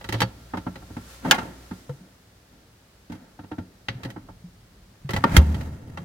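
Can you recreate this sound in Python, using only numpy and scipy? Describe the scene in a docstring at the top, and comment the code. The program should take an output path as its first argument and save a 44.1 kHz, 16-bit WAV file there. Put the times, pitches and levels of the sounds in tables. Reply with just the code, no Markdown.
"""A refrigerator heard from inside its door, over low hum, rumble and soft hiss. The magnetic seal peels open with
sharp snaps, the door swings with dull knocks, a sleeve rustles and a full plastic bottle clacks and rocks in its rack.
The machine runs down and the bottle is lifted out. The door swings back, its hinge clicks, the seal is squeezed, the
catch snaps over and a heavy thump booms in the cabinet and leaves the shelves shuddering.
Blows ring decaying modes and dense noise clatter; rubs are uneven coloured noise; booms are swelling low sines."""
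import sys
import numpy as np
from scipy import signal
from scipy.fft import rfft, irfft, next_fast_len
from scipy.io import wavfile
from scipy.ndimage import uniform_filter1d

SR = 44100
rng = np.random.default_rng(int(sys.argv[2]) if len(sys.argv) > 2 else 0)


def pcm_store(signal):
    """Save signal as 16-bit PCM."""
    levels = np.round(np.clip(np.atleast_2d(signal), -1, 1) * 32767)
    wavfile.write(sys.argv[1], SR, levels.astype(np.int16).T)


N = 266408
TIME = np.arange(N) / SR
RING = TIME[:SR]  # one second, the life of a blow

# The background's rumble and hiss. Each row: frequency in Hz, relative density in dB per Hz.
RUMBLE_COLOUR = [(15, -30), (28, -12), (43, 3), (64, -5), (88, 1), (115, 1), (150, -6), (188, 0),
                 (230, -10), (400, -22), (900, -60)]
HISS_COLOUR = [(120, -20), (260, -2), (520, -4), (1000, -10), (1700, -11), (2600, -15), (4600, -15),
               (8000, -21), (16000, -25)]
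# The compressor's hum. Each row: frequency in Hz, level in dB before the on and off gains.
HUM_LINES = [(59.2, -49.5), (118.4, -57), (544, -68.5), (1370, -67)]
# Air moved by the door. Each row: peak in seconds, level in dB, attack and release in seconds per 60 dB.
DRAUGHTS = [(.1, -49.5, 1.5, 5.9), (4.2, -51, 2.7, 5.8), (5.35, -50, 1.7, 6)]
RUMBLE_DB, HISS_DB, SHUT_HISS_DB = -59, -58.5, -9.5  # the last is the change as the door shuts
MACHINE_OFF_S, RUN_DOWN_S = 1.63, 0.41
HUM_ON_DB, HUM_OFF_DB, RUSH_DB = -1, -16.5, -54.5  # a trace of hum stays
SEALING_S = 0.6  # time for the seal to close the last gap

# Rubs, in order: seal peeling in two pulls, sleeve reaching in, hand and load scuffing the rack,
# seal squeezed, catch sliding over its ramp, shelves shuddering.
# Each row: peak in seconds, nominal level in dB, attack and release in seconds per 60 dB.
PEEL_STROKES = [(.155, -32.5, 0.092, 0.24), (.22, -30.5, 0.34, 0.13)]
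SLEEVE_STROKES = [(1.11, -47.5, 1, 0.94), (1.31, -48, .4, 1.6), (1.75, -56.5, .9, 2)]
SCUFF_STROKES = [(1.25, -27, 0.076, 1), (2.04, -56.5, 0.53, 0.65), (2.53, -57, .15, 0.57),
                 (3.125, -44.5, 0.056, 1), (4.06, -39, 0.41, 0.55)]
SEAL_STROKES = [(5.14, -29, 0.079, 0.6), (5.355, -21.5, 0.43, 0.37)]
SLIDE_STROKES = [(5.365, -34, 0.55, 0.054)]
SHUDDER_STROKES = [(5.5, -28.5, 0.55, 1.5), (6.0, -38, 1.6, 1.4)]
# Their colours; shelves share the seal's. Each row: frequency in Hz, relative density in dB per Hz.
PEEL_COLOUR = [(60, -10), (120, -8), (330, -3.5), (550, -11), (900, -18.5), (1900, -23.5), (3800, -20),
               (7000, -34.5), (16000, -41)]
SLEEVE_COLOUR = [(300, -16), (600, -6), (1350, -3), (2500, -9), (6000, -9), (11000, -14), (16000, -20)]
SCUFF_COLOUR = [(70, -15.5), (130, -6.5), (260, -2.5), (480, -11.5), (780, -18), (1050, -25.5), (1550, -19),
                (2600, -31), (6000, -40.5), (15000, -45.5)]
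SEAL_COLOUR = [(50, -10), (90, 4.5), (200, -11.5), (400, -18), (900, -32.5), (1700, -32), (3000, -42),
               (7000, -44), (16000, -50)]
SLIDE_COLOUR = [(300, -27), (900, -3), (1500, -3), (2200, -6), (3000, -15), (7000, -25), (16000, -32)]
# Lined-door resonances in the clatter and most rubs. Each row: centre in Hz, width in Hz, lift in dB.
CAVITY = [(175.7, 44.7, 6), (259.5, 13, 9.5), (310.3, 40, 2.5), (531.6, 17.2, 7.5), (693, 50, 7.5),
          (895, 72, 12), (1239, 36, 3.5), (1352, 31, 10), (1730, 32, 3), (1874, 38, 8), (2120, 57, 4),
          (2740, 79, 5), (3180, 130, 5), (3886, 140, 3), (4760, 53, 4.5), (6190, 100, 5)]

# Low notes of the flexing door panel. Each row: start in seconds, frequency in Hz, level in dB.
THUDS = [(.147, 117, -21), (.223, 117.2, -17), (2.009, 184, -38.5), (3.892, 123, -39), (3.951, 122, -25.5),
         (4.049, 125.5, -25), (4.439, 176, -30.5), (5.047, 139, -24)]
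# The landing door and the shut cabinet ringing on. Each row: frequency in Hz, level in dB, t60 in seconds.
BOOM_MODES = [(70.4, 9.5, 0.086), (74.5, -10, 0.73), (158.5, -14.5, 0.18), (209.6, -26.5, 1)]
THUD_RISE_S, THUD_T60_S = 0.007, 0.17
BOOM_S, BOOM_RISE_S = 5.3755, 0.026
# The catch jolts the panel after a short lag: Hz, dB, t60 in seconds.
JOLT_LAG_S, JOLT_MODE = 0.0088, (200, -4, 0.027)

# Sharp snaps of seal, hinge and shelves, then dull knocks of the swinging door and its load.
# Each row: start in seconds, relative level in dB, bass in dB, hardness in dB per octave.
SNAPS = [(.011, -34.5, -14, -3), (.042, -32.5, -5.5, 0.5), (.089, -27, 1.5, 1.4), (.124, -26, 0, 2.5),
         (.141, -22, -1, -1.5), (.204, -21, -5, 2.5), (.217, -11, -8, -1), (.756, -33, -9.5, -1.5),
         (4.033, -34, 0, 1), (4.049, -31, 1.5, -.5), (4.102, -41, -11, 2.5), (5.091, -23, -3, -2),
         (5.106, -31, -3, 2.5), (5.134, -22, 1, 0), (5.163, -17.5, -10, -1), (5.544, -32.5, 5, 0),
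         (5.609, -35, 3, 0.5), (5.973, -25.5, -18, -3.5)]
KNOCKS = [(.535, -18, -6, -3.5), (.570, -23.5, -2, 2.5), (.665, -21.5, -0.5, -3.5), (.82, -38.5, -1.5, -4),
          (.901, -41.5, 9, -3), (.965, -28.5, 3.5, 1), (1.249, -18.5, -15, -2), (1.343, -19.5, -19, 4.5),
          (1.709, -31, 7, 1.5), (3.097, -39.5, 11.5, 3.5), (3.119, -36, 3, 5.5), (3.147, -46, 8.5, 6.5),
          (3.389, -33, -0.5, -0.5), (3.435, -40, 4.5, 0.5), (3.514, -26.5, -0.5, -0.5),
          (3.581, -31, 8, 1.5), (4.161, -29.5, -1, -3.5), (4.285, -34, -4, -5)]
# Bottle against rack, its base on the way out, hinge over its detent, catch over, door landing.
# Each row: start in seconds, relative level in dB.
CLACK = [(1.3108, -12.5)]
BUMP = [(1.892, -31.5)]
DETENT = [(3.884, -23.5)]
CATCH = [(5.239, -10)]
SLAM = [(5.3662, -14.5)]
# Ringing parts. Each row: nominal frequency in Hz, relative level in dB, t60 in seconds.
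LINER_MODES = [(113.3, 1.5, 0.28), (185, -3.5, 0.21), (362, -0.5, 0.056), (537.4, -2.5, 0.16),
               (833, 6, 0.059), (1126, -2.5, 0.08), (1340, -20, 0.15), (1962, 2, 0.051), (2670, -16, 0.058),
               (3050, -4.5, 0.051), (3320, -23, 0.13), (3980, -8.5, 0.064), (4500, -12, 0.085),
               (5630, -16, 0.085)]
DOOR_MODES = [(96.2, -2.5, 0.17), (131, -11, .13), (181.1, -2.5, 0.18), (239, 0.5, 0.086), (302.7, 1, 0.1),
              (550, -14, 0.053), (751, 4, 0.049), (890, 2, 0.076), (1076, -42, 0.017), (1364, -11, 0.19),
              (1540, -3, 0.053), (2110, -9, .06), (2700, -21, .05)]
RACK_MODES = [(240, -14.5, .15), (393, -23.5, 0.12), (808.5, -1.5, 0.12), (855, 2.5, 0.12),
              (1104, -9, 0.22), (1430, -3.5, .13), (1656, 2.5, 0.054), (1713, -6.5, 0.12),
              (2110, -10.5, 0.16), (2453, -9, 0.091), (2844, -1, 0.052), (3058, 2, 0.037),
              (3517, -5.5, 0.053), (4800, -28, 0.037), (5740, -11.5, .06), (6900, -11, .06)]
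BOTTLE_MODES = [(138, -1, 0.15), (495, -3.5, 0.075)]
CATCH_MODES = [(176, -8, 0.076), (633, -7, 0.076), (923, 17, 0.063), (1165, 24, 0.025), (1385, -1.5, 0.15),
               (1820, 3.5, 0.066)]
SLAM_MODES = [(266, -0.5, 0.084), (337, -1.5, 0.084), (546, -3.5, 0.17), (902, -6, 0.097), (1342, 4, 0.072),
              (1730, 2, 0.023), (1810, -4, 0.048), (2097, 6.5, 0.031), (3197, 0.5, 0.029),
              (3700, -24, 0.094), (6100, -23, 0.091)]
# Many close, short modes of thin plastic. Each row: frequency in Hz, relative density in dB per Hz.
CLATTER_COLOUR = [(100, -2), (450, -5), (900, -6), (1700, -8), (3200, -13), (4600, -18), (7000, -18),
                  (15000, -23)]
# Bass, middle, treble and air. Each row: low edge in Hz, high edge in Hz.
REGISTERS = [(60, 400), (400, 1500), (1500, 5000), (5000, 17000)]
# The rocking bottle: its first knock, then the spacing and the change per knock.
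ROCK_S, ROCK_DB, ROCK_BASS_DB, ROCK_HARDNESS = 1.381, -17, -10, 2.5  # hardness in dB per octave
ROCK_PERIOD_S, ROCK_FALL_DB, ROCK_BASS_GAIN_DB, ROCK_SOFTENING = 0.033, 10, 6, 3.6

TOP_HZ = 16200  # upper limit of the recorder


def undb(db):
    """Turns decibels into gain."""
    return 10 ** (np.asarray(db) / 20)


def fade(t60):
    """Decays exponentially by 60 dB in t60 seconds, with a floor of 3 ms on t60."""
    return np.exp(-np.log(1000) * RING / max(t60, .003))


def add(out, s, sound):
    """Mixes a sound in at time s."""
    i = int(s * SR)
    out[:, i:i + sound.shape[1]] += sound[:, :N - i]


def band(x, lo, hi):
    """Passes a band with a causal filter."""
    sos = signal.butter(4, (lo, hi), "band", fs=SR, output="sos")
    return signal.sosfilt(sos, x + 1e-18)


def noise(size, colour, resonances=(), wide_hz=800, close_hz=370):
    """Coloured stereo noise of rms 1, lifted at resonances; long waves reach both sides alike."""
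    f = np.maximum(np.fft.rfftfreq(size, 1 / SR), 1)
    hz, db = np.transpose(colour)
    lift = 1 + sum(undb(lift_db) ** 2 / (1 + (2 * (f - centre) / width) ** 2)
                   for centre, width, lift_db in resonances)
    shape = undb(np.interp(np.log(f), np.log(hz), db)) * np.sqrt(lift)
    mid, side = rfft(rng.standard_normal((2, size))) * shape
    side = side / np.sqrt(1 + (wide_hz / f) ** 2 + (close_hz / f) ** 6)
    x = irfft(np.array([mid + side, mid - side]), size)
    return x / x.std()


def strokes(rows):
    """Gain of strokes that swell by 60 dB in their attack and die by 60 dB in their release."""
    power = 0
    for s, db, attack, release in rows:
        drop = 60 * np.maximum((s - TIME) / attack, (TIME - s) / release)
        power = power + undb(db - drop) ** 2
    return np.sqrt(power)


def background(waver=0.12):
    """Hum lines of drifting phase and a rush of air that run down, rumble with draughts, and hiss."""
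    running = np.clip(1 - (TIME - MACHINE_OFF_S) / RUN_DOWN_S, 0, 1)
    drift = np.interp(TIME, np.arange(70) / 10, rng.standard_normal(70))
    hum = 0
    for hz, db in HUM_LINES:
        phase = 2 * np.pi * hz * TIME + waver * drift * hz / HUM_LINES[0][0]
        hum = hum + undb(db) * np.sqrt(2) * np.sin(phase)
    hum = hum * undb(HUM_OFF_DB + (HUM_ON_DB - HUM_OFF_DB) * running)
    rumble_gain = np.hypot(undb(RUMBLE_DB), strokes(DRAUGHTS))
    rumble = noise(next_fast_len(N), RUMBLE_COLOUR)[:, :N] * rumble_gain
    # the shut door muffles the kitchen's hiss
    kitchen = undb(HISS_DB + SHUT_HISS_DB * np.clip((TIME - BOOM_S) / SEALING_S, 0, 1))
    hiss_gain = np.hypot(kitchen, undb(RUSH_DB) * running)
    hiss = noise(next_fast_len(N), HISS_COLOUR)[:, :N] * hiss_gain
    return hum + rumble + hiss


def rubbing(rows, colour, grain_db, resonances=(), patchy_db=2.5, size=300):
    """Friction: strokes of noise in small uneven slips, and in longer patches as pressure changes."""
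    slips, patches = (uniform_filter1d(rng.standard_normal(N), span) * np.sqrt(span)
                      for span in (size, 10 * size))
    unevenness = undb(grain_db * slips + patchy_db * patches)
    return noise(next_fast_len(N), colour, resonances)[:, :N] * unevenness * strokes(rows)


def friction():
    """Peeling seal, sleeve, squeezed seal, sliding catch and shuddering shelves, all as uneven noise."""
    peel = rubbing(PEEL_STROKES, PEEL_COLOUR, grain_db=1.0, resonances=CAVITY, patchy_db=5.0)
    sleeve = rubbing(SLEEVE_STROKES, SLEEVE_COLOUR, grain_db=.6, patchy_db=1.0)
    seal = rubbing(SEAL_STROKES, SEAL_COLOUR, grain_db=2.5, resonances=CAVITY, patchy_db=1.0)
    slide = rubbing(SLIDE_STROKES, SLIDE_COLOUR, grain_db=3.5, patchy_db=1.9)
    shudder = rubbing(SHUDDER_STROKES, SEAL_COLOUR, grain_db=1.5, resonances=CAVITY, patchy_db=1.0)
    return peel + sleeve + seal + slide + shudder


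def swell(modes, rise_s):
    """A soft push, several milliseconds long, lets low modes swell up and ring out."""
    push = np.sin(np.pi / 2 * np.minimum(RING / rise_s, 1))
    ring = sum(undb(db) * fade(t60) * np.sin(2 * np.pi * hz * RING) for hz, db, t60 in modes)
    return (push * ring)[None]


def boom():
    """The flexing panel thuds, the catch jolts it, and the shut cabinet booms in its lowest modes."""
    out = np.zeros((2, N))
    for s, hz, db in THUDS:
        add(out, s, swell([(hz, db, THUD_T60_S)], THUD_RISE_S))
    add(out, CATCH[0][0] + JOLT_LAG_S, swell([JOLT_MODE], THUD_RISE_S))
    add(out, BOOM_S, swell(BOOM_MODES, BOOM_RISE_S))
    return out


def modal(modes, spread, wide_hz=2100, detune=0.013, scatter_db=4.5):
    """Modes rung by one blow; widely spread contact points vary their strengths and pitches more."""
    out = np.zeros((2, len(RING)))
    draws = rng.standard_normal((len(modes), 4))
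    for (hz, db, t60), (shift, size, sign, lag) in zip(modes, draws):
        # short waves differ more in phase between the sides
        offset = np.sign(lag + .5) * np.array([[1], [-1]]) * min(hz / wide_hz, 2 * np.pi / 9)
        t = RING[:int(min(t60, 1) * SR)]
        swing = np.sign(sign) * undb(db + spread * scatter_db * size - 60 * t / t60)
        pitch = hz * (1 + spread * detune * shift)
        out[:, :len(t)] += swing * np.sin(2 * np.pi * pitch * t + offset)
    return out


def unit(x, size=880):
    """Scales a blow so that its first 20 ms have rms 1."""
    return x / np.sqrt(np.mean(x[:, :size] ** 2))


def blows(rows, modes, dense_db, dense_t60s, trim_dbs, pan_db, contact_s, crack_db, tail_db, spread,
          crack_t60=0.0048, tail_t60s=(.8, .7, .4, .3), tail_dbs=(2, -2, -3, -6)):
    """Blows ring modes and plastic clatter; cabinet and kitchen answer with a longer, darker tail."""
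    out, size = np.zeros((2, N)), len(RING)
    clatter = noise(2 * size, CLATTER_COLOUR, CAVITY)
    clatters = [band(clatter, lo, hi) for lo, hi in REGISTERS]
    # a soft contact takes longer to build up; a hard one starts with a crack
    press = (1 - np.exp(-RING / contact_s)) * (1 + undb(crack_db) * fade(crack_t60))
    tails = [(1 - fade(0.11)) * fade(t60) * undb(db) / c.std()
             for t60, db, c in zip(tail_t60s, tail_dbs, clatters)]
    short = size // 3  # the direct blow is cut after a third of a second
    centres = np.log2(REGISTERS).mean(axis=1)
    octaves_up = centres[1:] - centres[1]
    for s, db, *touch in rows:
        # weight adds bass; hardness tilts everything above the middle
        bass_db, hardness = touch or (0, 0)
        ring = modal(modes, spread)[:, :short] * press[:short]
        near, far = rng.integers(0, size, 2)  # random stretches of clatter vary each blow
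        for k, colour_db in enumerate((bass_db, *(hardness * octaves_up))):
            gain = undb(db + colour_db + trim_dbs[k])
            decay = (undb(dense_db) * fade(dense_t60s[k]) * press)[:short]
            rattle = clatters[k][:, near:near + short] * decay
            add(out, s, gain * unit(rattle + band(ring, *REGISTERS[k])))
            tail = clatters[k][:, far:far + size] * (gain * undb(tail_db) * tails[k])
            add(out, s, tail)
    return out * undb(np.array([[pan_db], [-pan_db]]) / 2)


def bottle():
    """The full bottle scuffs and clacks against the rack, then its base bumps as it is lifted out."""
    clack = blows(CLACK, RACK_MODES, dense_db=7, dense_t60s=(.12, 0.1, 0.085, .045),
                  trim_dbs=(-23.5, -5.5, 1.1, -6.5), pan_db=-0.5, contact_s=.0001,
                  crack_db=2.5, tail_db=-22.5, spread=.1)
    bump = blows(BUMP, BOTTLE_MODES, dense_db=-9.0, dense_t60s=(0.124, 0.06, .046, .044),
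                 trim_dbs=(1.0, -6, -26.0, -33), pan_db=1.0, contact_s=0.0043,
                 crack_db=-17, tail_db=-22, spread=0.11)
    scuff = rubbing(SCUFF_STROKES, SCUFF_COLOUR, grain_db=-0.5, resonances=CAVITY)
    return clack + bump + scuff


def rocking(count=4):
    """Knock rows of the rocking bottle: evenly spaced, each weaker and duller than the last."""
    return [(ROCK_S + k * ROCK_PERIOD_S, ROCK_DB - k * ROCK_FALL_DB,
             ROCK_BASS_DB + k * ROCK_BASS_GAIN_DB, ROCK_HARDNESS - k * ROCK_SOFTENING)
            for k in range(count)]


def door():
    """Snaps ring the liner, knocks the door; the hinge clicks, the catch goes over and the door lands."""
    snaps = blows(SNAPS, LINER_MODES, dense_db=10.5, dense_t60s=(0.089, 0.1, 0.062, .06),
                  trim_dbs=(-5.5, -12.5, -10.0, -23), pan_db=-1.5, contact_s=0.0017,
                  crack_db=8, tail_db=-23, spread=0.74)
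    knocks = blows(KNOCKS + rocking(), DOOR_MODES, dense_db=7.5, dense_t60s=(0.098, .08, .08, 0.057),
                   trim_dbs=(-6.5, -12, -23.5, -42), pan_db=-0.85, contact_s=0.0043,
                   crack_db=-12, tail_db=-19, spread=0.62)
    detent = blows(DETENT, LINER_MODES, dense_db=7.5, dense_t60s=(0.12, 0.078, 0.061, 0.061),
                   trim_dbs=(-10.5, -15, -4.0, -30.5), pan_db=0.0, contact_s=0.0011,
                   crack_db=-4, tail_db=-14, spread=0.12)
    catch = blows(CATCH, CATCH_MODES, dense_db=9, dense_t60s=(0.15, 0.14, 0.041, 0.026),
                  trim_dbs=(-11.0, -7, -12.5, -33.5), pan_db=-0.5, contact_s=0.0011,
                  crack_db=-13, tail_db=-17, spread=.1)
    slam = blows(SLAM, SLAM_MODES, dense_db=7.0, dense_t60s=(0.17, 0.17, 0.069, 0.05),
                 trim_dbs=(0.0, -9.5, 0, -7.5), pan_db=-3.0, contact_s=0.0006,
                 crack_db=10.5, tail_db=-21.5, spread=.1)
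    return snaps + knocks + detent + catch + slam


def scene():
    """Layers friction, cabinet boom, bottle and door over the background."""
    return background() + friction() + boom() + bottle() + door()


def record(dry):
    """The recorder clips at full scale and cuts the top."""
    top_cut = signal.ellip(8, .2, 70, TOP_HZ, fs=SR, output="sos")
    return signal.sosfilt(top_cut, np.clip(dry, -1, 1))


dry = scene()
out = record(dry)
pcm_store(out)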